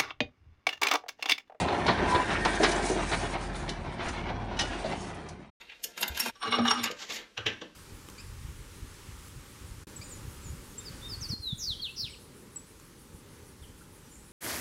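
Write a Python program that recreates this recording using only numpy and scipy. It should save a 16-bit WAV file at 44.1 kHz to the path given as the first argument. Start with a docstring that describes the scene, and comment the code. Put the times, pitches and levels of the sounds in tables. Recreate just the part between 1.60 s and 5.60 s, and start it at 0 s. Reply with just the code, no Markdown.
"""Tracks grind and rumble over a deep drive hum: a small dozer pivots on wet concrete beside a wall.
Sliding steel rasps and briefly squeals, the loaded bucket booms, thuds and clanks, and water sizzles.
The undercarriage knocks, stones crunch and track parts clink as the machine creeps forward and stops.
Friction and water are showers of tiny contacts; blows are clatters that set steel modes ringing.
The sound fades out at the end."""
import sys
import numpy as np
from scipy import signal
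from scipy.fft import rfft, irfft
from scipy.io import wavfile
from scipy.ndimage import uniform_filter1d, map_coordinates

SR = 44100
rng = np.random.default_rng(int(sys.argv[2]) if len(sys.argv) > 2 else 0)


def persist_wave(psi):
    """Save psi, clipped to +-1, as 16-bit WAV."""
    counts = np.round(np.clip(psi, -1, 1) * 32767).astype(np.int16)
    wavfile.write(sys.argv[1], SR, np.atleast_2d(counts).T)


N = 176400
TOP_HZ = 10600  # the treble ends near here

# Modes of the bucket and hull. Each row: frequency in Hz, level in dB, t60 in seconds.
HULL_MODES = [(357, 1.5, 0.15), (405, -13.5, 0.25), (684, 0, 0.18), (897, -6.5, 0.19), (1008, -6.5, 0.12),
              (1180, -12.5, .2), (1424, -9.5, 0.25), (1537, -1, 0.14), (1644, -1, 0.062), (1826, -3, 0.1),
              (1910, -11, 0.15), (2343, -2, .17), (2307, -2, .3), (3176, -12, .2), (3640, 2, 0.12),
              (3957, 2, 0.098), (4410, -1.5, 0.22), (5200, -14, .2), (6158, -8.5, .14)]


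def amp(db):
    """Decibels to gain."""
    return 10 ** (np.asarray(db) / 20)


def unit(x):
    """Scale to rms 1."""
    return x / np.sqrt(np.mean(x ** 2) + 1e-20)


def curves(rows):
    """One value per sample for each column after the time."""
    times, *columns = np.transpose(rows)
    return [np.interp(np.arange(N) / SR, times, column) for column in columns]


def wobble(rate):
    """A smooth random curve, rate knots a second."""
    return map_coordinates(rng.standard_normal(2000), [np.arange(N) * rate / SR], mode="wrap")


def coloured(x, colour, tilt_db=0):
    """x through an EQ curve of (Hz, dB) points and a tilt per octave, at rms 1."""
    hz = np.fft.rfftfreq(len(x), 1 / SR) + 1
    colour_hz, colour_db = np.transpose(colour)
    gain = amp(np.interp(np.log(hz), np.log(colour_hz), colour_db) + tilt_db * np.log2(hz / 1000))
    return unit(irfft(rfft(x) * gain * (hz < TOP_HZ + 500) * hz / (hz + 10), len(x)))


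def add(track, start_s, x):
    """Mix x into the track at start_s."""
    start = max(0, round(start_s * SR))
    track[start:start + len(x)] += x[:max(0, N - start)]


def grains(rate, spread_db, size):
    """Random tiny contacts of unequal strength, rate a second."""
    hit = rng.random(size) < rate / SR
    sign = rng.choice([-1, 1], size)
    return unit(hit * sign * amp(spread_db * np.minimum(rng.exponential(size=size), 4)))


def ringing(x, modes):
    """x played into a set of decaying modes, at the same power."""
    t = np.arange(SR // 2) / SR
    ring = sum(amp(db - 60 * t / t60) * np.sin(2 * np.pi * (hz * t + rng.random()))
               for hz, db, t60 in modes)
    return unit(signal.fftconvolve(x, ring)[:len(x)]) * np.std(x)


def patchy(x, depth_db=3.3):
    """Narrow resonances come and go as the points of contact shift."""
    spectra = signal.stft(x, nperseg=1024)[2]
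    patches = uniform_filter1d(rng.standard_normal(spectra.shape), size=3, axis=0)
    patches = uniform_filter1d(patches, size=11, axis=1)
    return unit(signal.istft(spectra * amp(depth_db * unit(patches)), nperseg=1024)[1][:len(x)])


def struck_spot(x, depth_db=2.8):
    """Each spot that is struck favours its own share of the many upper resonances."""
    hz = np.fft.rfftfreq(len(x), 1 / SR)
    ripple = map_coordinates(rng.standard_normal(300), [hz / 90], mode="wrap")
    return unit(irfft(rfft(x) * amp(depth_db * ripple * np.minimum(hz / 2500, 1)), len(x)))


def blows(rows, colour, modes, ring_db, attack_s, t60, tail_db, tail_t60):
    """Each blow is a short clatter that echoes off the wall and leaves the metal's modes ringing."""
    out, t = np.zeros(N), np.arange(SR // 2) / SR
    hz, mode_db, mode_t60 = np.transpose(modes)[:, :, None]
    colour_hz, colour_db = np.transpose(colour)
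    struck_db = mode_db + np.interp(np.log(hz), np.log(colour_hz), colour_db)
    for start, db, length, *tilt in rows:
        after = np.maximum(t - length, 0)
        decay = np.hypot(amp(-60 * after / t60), amp(tail_db - 60 * after / tail_t60))
        envelope = (1 - np.exp(-t / attack_s)) * decay
        clatter = envelope * struck_spot(coloured(grains(9000, .8, len(t)), colour, *tilt))
        gains = amp(struck_db + sum(tilt) * np.log2(hz / 1000) + rng.normal(0, 3.9, hz.shape))
        waves = amp(-60 * after / mode_t60) * np.sin(2 * np.pi * (hz * t + rng.random(hz.shape)))
        ring = np.minimum(t / length, 1) * np.sum(gains * waves, axis=0) / np.linalg.norm(gains)
        add(out, start, amp(db) * (clatter + amp(ring_db) * ring))
    return out


def bursts(rows, colour, rate, spread_db, attack_s, t60):
    """Short showers of grains that rise, hold and die away without ringing."""
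    out, t = np.zeros(N), np.arange(SR // 4) / SR
    for start, db, length in rows:
        envelope = (1 - np.exp(-t / attack_s)) * amp(db - 60 * np.maximum(t - length, 0) / t60)
        add(out, start, envelope * struck_spot(coloured(grains(rate, spread_db, len(t)), colour)))
    return out


def tracks():
    """The tracks rumble, and stick and slip over grit that shakes the hull."""
    # Rolling tracks. Each row: time in seconds, then rumble, grind and grit faders in dB.
    faders = [(0, -34, -29, -35.5), (.15, -40, -29, -38.5), (.21, -35, -32.5, -39.5),
              (.34, -34, -34, -36.5), (.45, -36, -31, -37.5), (.52, -34.5, -30.5, -33.5),
              (.61, -46, -32.5, -38.5), (.74, -32.5, -35, -34), (.82, -37, -35.5, -41.5),
              (1.02, -43.5, -33.5, -34), (1.21, -43, -32.5, -38.5), (1.46, -36.5, -37, -39),
              (1.72, -43, -38, -41.5), (2.09, -39, -43, -47), (2.37, -43, -40, -45.5),
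              (2.48, -36.5, -42, -38.5), (2.55, -40, -39, -39.5), (2.8, -37, -40.5, -48.5),
              (2.96, -41, -38.5, -45.5), (3.14, -41.5, -40.5, -42), (3.27, -38.5, -38.5, -42.5),
              (3.39, -47, -39, -44), (3.58, -48, -44.5, -47.5), (3.88, -35, -40, -45)]
    # Low rumble, midrange grind, bright grit. Each row: frequency in Hz, gain in dB.
    rumble_eq = [(25, -30), (45, -3.5), (75, 3), (125, -0.5), (200, 0), (280, -6.5), (450, -17), (900, -56)]
    grind_eq = [(120, -54), (250, -4), (330, -0.5), (470, -8), (560, -1), (670, -2.5), (830, -0.5),
                (1000, -3), (1200, -18), (2000, -21), (5000, -69)]
    grit_eq = [(600, -17.5), (1150, 1.5), (1800, -1), (2350, -1), (2700, -4.5), (4200, -11.5), (5000, -18),
               (6000, -18.5), (7500, -35.5), (10000, -41.5)]
    rumble_db, grind_db, grit_db = curves(faders)
    grind_trim_db, grit_trim_db = 1, 1.32
    judder_db = 1.7 * wobble(27.916)
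    rumble = coloured(grains(1100, 2, N), rumble_eq) * amp(rumble_db + 2.3 * wobble(33))
    slips = coloured(grains(1500, 0.72, N), grind_eq)
    hull = amp(-9) * ringing(slips, HULL_MODES)
    grind = unit(slips + hull) * amp(grind_db + grind_trim_db + judder_db)
    grit = patchy(coloured(grains(2500, 0.64, N), grit_eq)) * amp(grit_db + grit_trim_db + judder_db)
    return rumble + grind + grit


def drive():
    """A deep hum that sags under load, with wavering drones of the frame."""
    # Drive hum. Each row: time in seconds, pitch in Hz, level in dB.
    hum_path = [(0, 49.8, -58), (.25, 48.2, -68), (.4, 46.7, -37), (.56, 47.3, -46), (.8, 47.7, -38),
                (1.15, 46.3, -36.5), (1.35, 45.84, -38.5), (2.1, 43.4, -39), (2.36, 44.04, -47),
                (2.6, 43.4, -41), (3.2, 45.5, -41), (3.5, 46.2, -52)]
    # Frame drones. Each row: pitch in Hz, level in dB.
    drones = [(79, -48.5), (105, -52), (150, -55.5), (188, -58.5)]
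    hz, db = curves(hum_path)
    hum = amp(db + 0.5 * wobble(17)) * np.sin(2 * np.pi * np.cumsum(hz + 0.4 * wobble(32)) / SR)
    for drone_hz, drone_db in drones:
        swell = amp(drone_db + 7.7 * wobble(6))
        pitch = drone_hz * (1 + 0.0215 * wobble(13))
        hum += swell * np.sin(2 * np.pi * np.cumsum(pitch) / SR)
    return np.sqrt(2) * hum


def water():
    """Water and wet sand sizzle as the tracks squeeze them out."""
    # Swell of the sizzle. Each row: time in seconds, level in dB.
    fader = [(0, -43.5), (.08, -54.5), (.43, -55), (.52, -36.5), (.6, -48.5), (.74, -47), (.85, -48),
             (1.06, -40.5), (1.12, -40.5), (1.21, -43.5), (1.28, -38), (1.35, -43), (1.4, -44), (1.47, -42),
             (1.53, -46.5), (1.67, -45), (1.77, -54), (1.83, -46), (1.91, -57), (1.97, -50), (2.07, -53.5),
             (2.2, -61.5), (2.39, -63), (2.49, -47), (2.62, -66), (2.95, -68), (3.05, -52), (3.3, -52.5),
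             (3.47, -54.5), (3.62, -63), (3.85, -64)]
    # Fine spray. Each row: frequency in Hz, gain in dB.
    eq = [(1500, -15), (3500, 0), (6000, 0.5), (7700, -1.5), (9300, -0.5), (10500, -6.5)]
    db, = curves(fader)
    return patchy(coloured(grains(6000, 1.0, N), eq)) * amp(db + 2.47 * wobble(35.64))


def bucket_boom(flutter_db=1.8):
    """Sideways sliding makes the loaded bucket boom."""
    # Swell of the boom. Each row: time in seconds, level in dB.
    fader = [(0, -47), (.2, -40), (.32, -31), (.6, -40), (.9, -36), (1.1, -36), (1.45, -43.5),
             (1.75, -46.5), (2.2, -53.5), (3.6, -42.5)]
    # The bucket's low body. Each row: frequency in Hz, gain in dB.
    eq = [(90, -30.5), (150, -0.5), (220, -0.5), (280, -3), (365, -7.5), (420, 0.5), (520, -16),
          (900, -24.5), (3000, -60.5)]
    db, = curves(fader)
    return coloured(grains(600, 2.2, N), eq) * amp(db + flutter_db * wobble(22))


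def scrape():
    """Steel rasps sideways as the machine pivots and bows the hull's modes."""
    # Swell of the scrape. Each row: time in seconds, level in dB.
    fader = [(0, -74), (.3, -39.5), (.6, -35), (.8, -42), (1.05, -31), (1.3, -45), (1.7, -48), (2.2, -62),
             (2.45, -50), (2.8, -70.5), (3.15, -60.5), (3.6, -73)]
    # Rasping steel. Each row: frequency in Hz, gain in dB.
    eq = [(600, -29), (1400, 2.5), (1850, 11.5), (2400, -8), (3700, -13.5), (6000, -17.5), (9000, -18.5)]
    db, = curves(fader)
    rasp = coloured(grains(1500, 2.4, N), eq)
    return unit(ringing(rasp, HULL_MODES) + .5 * rasp) * amp(db)


def clanks():
    """Hard blows and short scrapes set the bucket ringing."""
    # Each row: start in seconds, level in dB, length in seconds, brightness in dB per octave.
    hits = [(.003, -42, 0.019, 15), (.083, -29, 0.0034, -0.5), (.264, -30, 0.0055, 7),
            (.279, -19.5, 0.015, -0.5), (.304, -30.5, .008, 2), (.375, -29.5, 0.025, -3),
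            (.546, -24.5, 0.015, -1.5), (.702, -35, 0.041, -1), (.85, -20.5, 0.0049, -0.5),
            (.93, -33.5, 0.013, 0.5), (1.032, -20.5, 0.022, 1), (1.515, -25.5, 0.028, -1.5),
            (1.945, -40.5, 0.016, 1), (2.078, -36.5, 0.013, -1), (2.4, -37, 0.037, -1),
            (2.448, -38.5, 0.048, -5), (2.69, -38.5, 0.0098, 0.5), (3.241, -42.5, 0.029, 11),
            (3.312, -43.5, 0.015, 13)]
    # A hard blow on the bucket. Each row: frequency in Hz, gain in dB.
    eq = [(80, -8.5), (250, -6.5), (700, 3), (1200, 0), (1750, -1), (2300, -2), (2800, -8.5), (3850, -4.5),
          (4400, -8), (5200, -16.5), (7000, -31.5), (10000, -45)]
    return blows(hits, eq, HULL_MODES, ring_db=-3, attack_s=.0008, t60=.085,
                 tail_db=-16.5, tail_t60=.65)


def knocks():
    """The undercarriage knocks hollowly, each time at its own pitch."""
    # Each row: start in seconds, level in dB, length in seconds, pitch in Hz.
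    hits = [(0.261, -25, .008, 750), (.293, -17.5, 0.0032, 940), (.857, -22.5, 0.0067, 956),
            (1, -29, 0.021, 686), (1.04, -33, 0.021, 710), (1.389, -32, 0.0068, 686),
            (1.748, -53, 0.0081, 700), (2.204, -41, 0.018, 702), (2.453, -37.5, 0.025, 700),
            (2.699, -33, 0.025, 730), (3.006, -39.5, 0.031, 840), (3.237, -30.5, 0.026, 680),
            (3.324, -41, .012, 760)]
    # A hollow body. Each row: multiple of the pitch, gain in dB.
    eq = [(.12, -3), (.3, -16), (.62, -4.5), (.93, 9), (1.2, 1.5), (1.55, -10), (3.5, -17.5), (8.5, -60.5)]
    return sum(blows([hit], np.multiply(eq, [hz, 1]), HULL_MODES, ring_db=-6, attack_s=.0015,
                     t60=.047, tail_db=-16, tail_t60=.48) for *hit, hz in hits)


def thuds():
    """The load thuds in the bucket, which rings only faintly."""
    # Each row: start in seconds, level in dB, length in seconds.
    hits = [(.281, -29, 0.014), (.405, -31, 0.021), (.545, -28.5, 0.02), (1.0, -23, 0.034),
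            (1.062, -28.5, 0.032), (1.297, -24.5, 0.016), (1.352, -28.5, 0.015), (3.265, -42, 0.023)]
    # A dull blow. Each row: frequency in Hz, gain in dB.
    eq = [(60, -17), (150, -2.5), (260, -4), (370, 10.5), (500, -2), (680, 3), (1000, -34), (2000, -39),
          (6000, -61.5)]
    return blows(hits, eq, HULL_MODES, ring_db=-7, attack_s=.00081, t60=.13, tail_db=-17, tail_t60=.25)


def squeals(flutter_db=3):
    """A track sticks and slips into a short, rough tone that swells, creeps upward and fades."""
    # Each row: start in seconds, length in seconds, pitch in Hz, level in dB.
    tones = [(0.461, 0.19, 998, -22), (.8, 0.057, 1840, -30.5), (.985, 0.051, 1850, -37)]
    rise, jitter, waver = .012, .023, .004  # shares of the pitch
    out = np.zeros(N)
    for start, length, hz, db in tones:
        n = int(length * SR)
        along = np.arange(n) / n
        pitch = hz * (1 + rise * (along - .5) + jitter * wobble(500)[:n] + waver * wobble(38)[:n])
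        envelope = np.sin(np.pi * along) * amp(db + flutter_db * wobble(122)[:n])
        add(out, start, envelope * np.sin(2 * np.pi * np.cumsum(pitch) / SR))
    return out


def crunches():
    """Stones are crushed under a track in showers of tiny cracks."""
    # Each row: start in seconds, level in dB, length in seconds.
    stones = [(.705, -35, 0.042), (.748, -27, 0.016), (.866, -33, .018), (1.125, -37.5, .05),
              (1.518, -35, 0.028), (2.398, -41, 0.025), (2.45, -37.5, 0.039)]
    # Breaking stone. Each row: frequency in Hz, gain in dB.
    eq = [(600, -29.5), (1100, -2.5), (1400, 4.5), (1800, 1), (2350, -1.5), (2900, -6.5), (4500, -27),
          (8000, -41.5)]
    return bursts(stones, eq, rate=2200, spread_db=-2.5, attack_s=.0032, t60=.11)


def clinks():
    """Free steel parts ring on; those that stay in contact only click."""
    # Each row: start in seconds, level in dB, length in seconds, tilt in dB per octave, ring in dB.
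    hits = [(.849, -30, 0.0037, 1.5, -10), (1.031, -27, 0.011, -0.5, 4), (1.113, -33, 0.008, 5, -2),
            (1.954, -46.5, 0.012, 22, -8), (2.0916, -30.5, 0.0022, -0.5, -7), (2.483, -40, 0.0081, 8, -4),
            (2.967, -41.5, 0.0046, -5.5, 4), (2.99, -24, 0.0087, -3, 2.5), (3.008, -29, 0.011, -3.5, -4.5),
            (3.544, -53, 0.0099, 25, -7), (3.687, -40, 0.0058, 7, -8)]
    # A bright steel contact. Each row: frequency in Hz, gain in dB.
    eq = [(300, -27), (900, -6.5), (1400, -7), (1900, -6), (3000, -1), (3350, -0.5), (3850, 0.5), (4650, 0),
          (5150, -0.5), (5500, -1.5), (5950, 1.5), (7200, -11.5), (10000, -13)]
    # Modes of the track parts. Each row: frequency in Hz, level in dB, t60 in seconds.
    steel_modes = [(1875, 5.5, 0.071), (2342, -7.5, .42), (2986, -3, 0.36), (2938, 0, 0.2),
                   (3580, -11.5, 0.34), (3850, 1, 0.029), (4260, -11, 0.12), (5120, -2.5, 0.1),
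                   (5120, -2.5, 0.17), (5980, -5, 0.15), (7100, -3, .17)]
    return sum(blows([hit], eq, steel_modes, ring_db, attack_s=.00066, t60=.073,
                     tail_db=-13.5, tail_t60=.35) for *hit, ring_db in hits)


def spurts():
    """Water spurts from under a track in short hisses."""
    # Each row: start in seconds, level in dB, length in seconds.
    jets = [(.945, -41, 0.016), (1.012, -41, .015), (1.084, -37, 0.011), (1.155, -39.5, 0.009),
            (1.25, -37, 0.011), (1.291, -35.5, .009), (1.312, -40, 0.02), (1.408, -47.5, 0.026),
            (1.487, -43, .03), (1.602, -53, .015), (1.722, -49, 0.017)]
    # Hissing water. Each row: frequency in Hz, gain in dB.
    eq = [(2500, -21), (4500, -3), (6300, 10), (8000, 0), (9500, 6), (10500, -11.5)]
    return bursts(jets, eq, rate=4400, spread_db=1, attack_s=.0035, t60=.062)


def scene():
    """The moving machine with all its knocks, in mono."""
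    bucket_hits = thuds() + clanks()
    ground = crunches() + spurts()
    motion = drive() + tracks() + bucket_boom() + scrape() + water()
    undercarriage = squeals() + knocks() + clinks()
    return (bucket_hits + ground + motion + undercarriage)[None]


def record(dry):
    """A fade to silence and a steep cut of the top treble."""
    # Master fade. Each row: time in seconds, gain in dB.
    fader = [(0, -2), (3.5, -2.5), (3.72, -7.5), (3.82, -13.5), (3.9, -20)]
    end_s, cutoff_hz = 3.903, TOP_HZ - 250
    fade_db, = curves(fader)
    faded = dry * amp(fade_db) * np.clip((end_s - np.arange(N) / SR) / .004, 0, 1)
    hz = np.fft.rfftfreq(2 * N, 1 / SR)
    return irfft(rfft(faded, 2 * N) / np.sqrt(1 + (hz / cutoff_hz) ** 90))[:, :N]


dry = scene()
out = record(dry)
persist_wave(out)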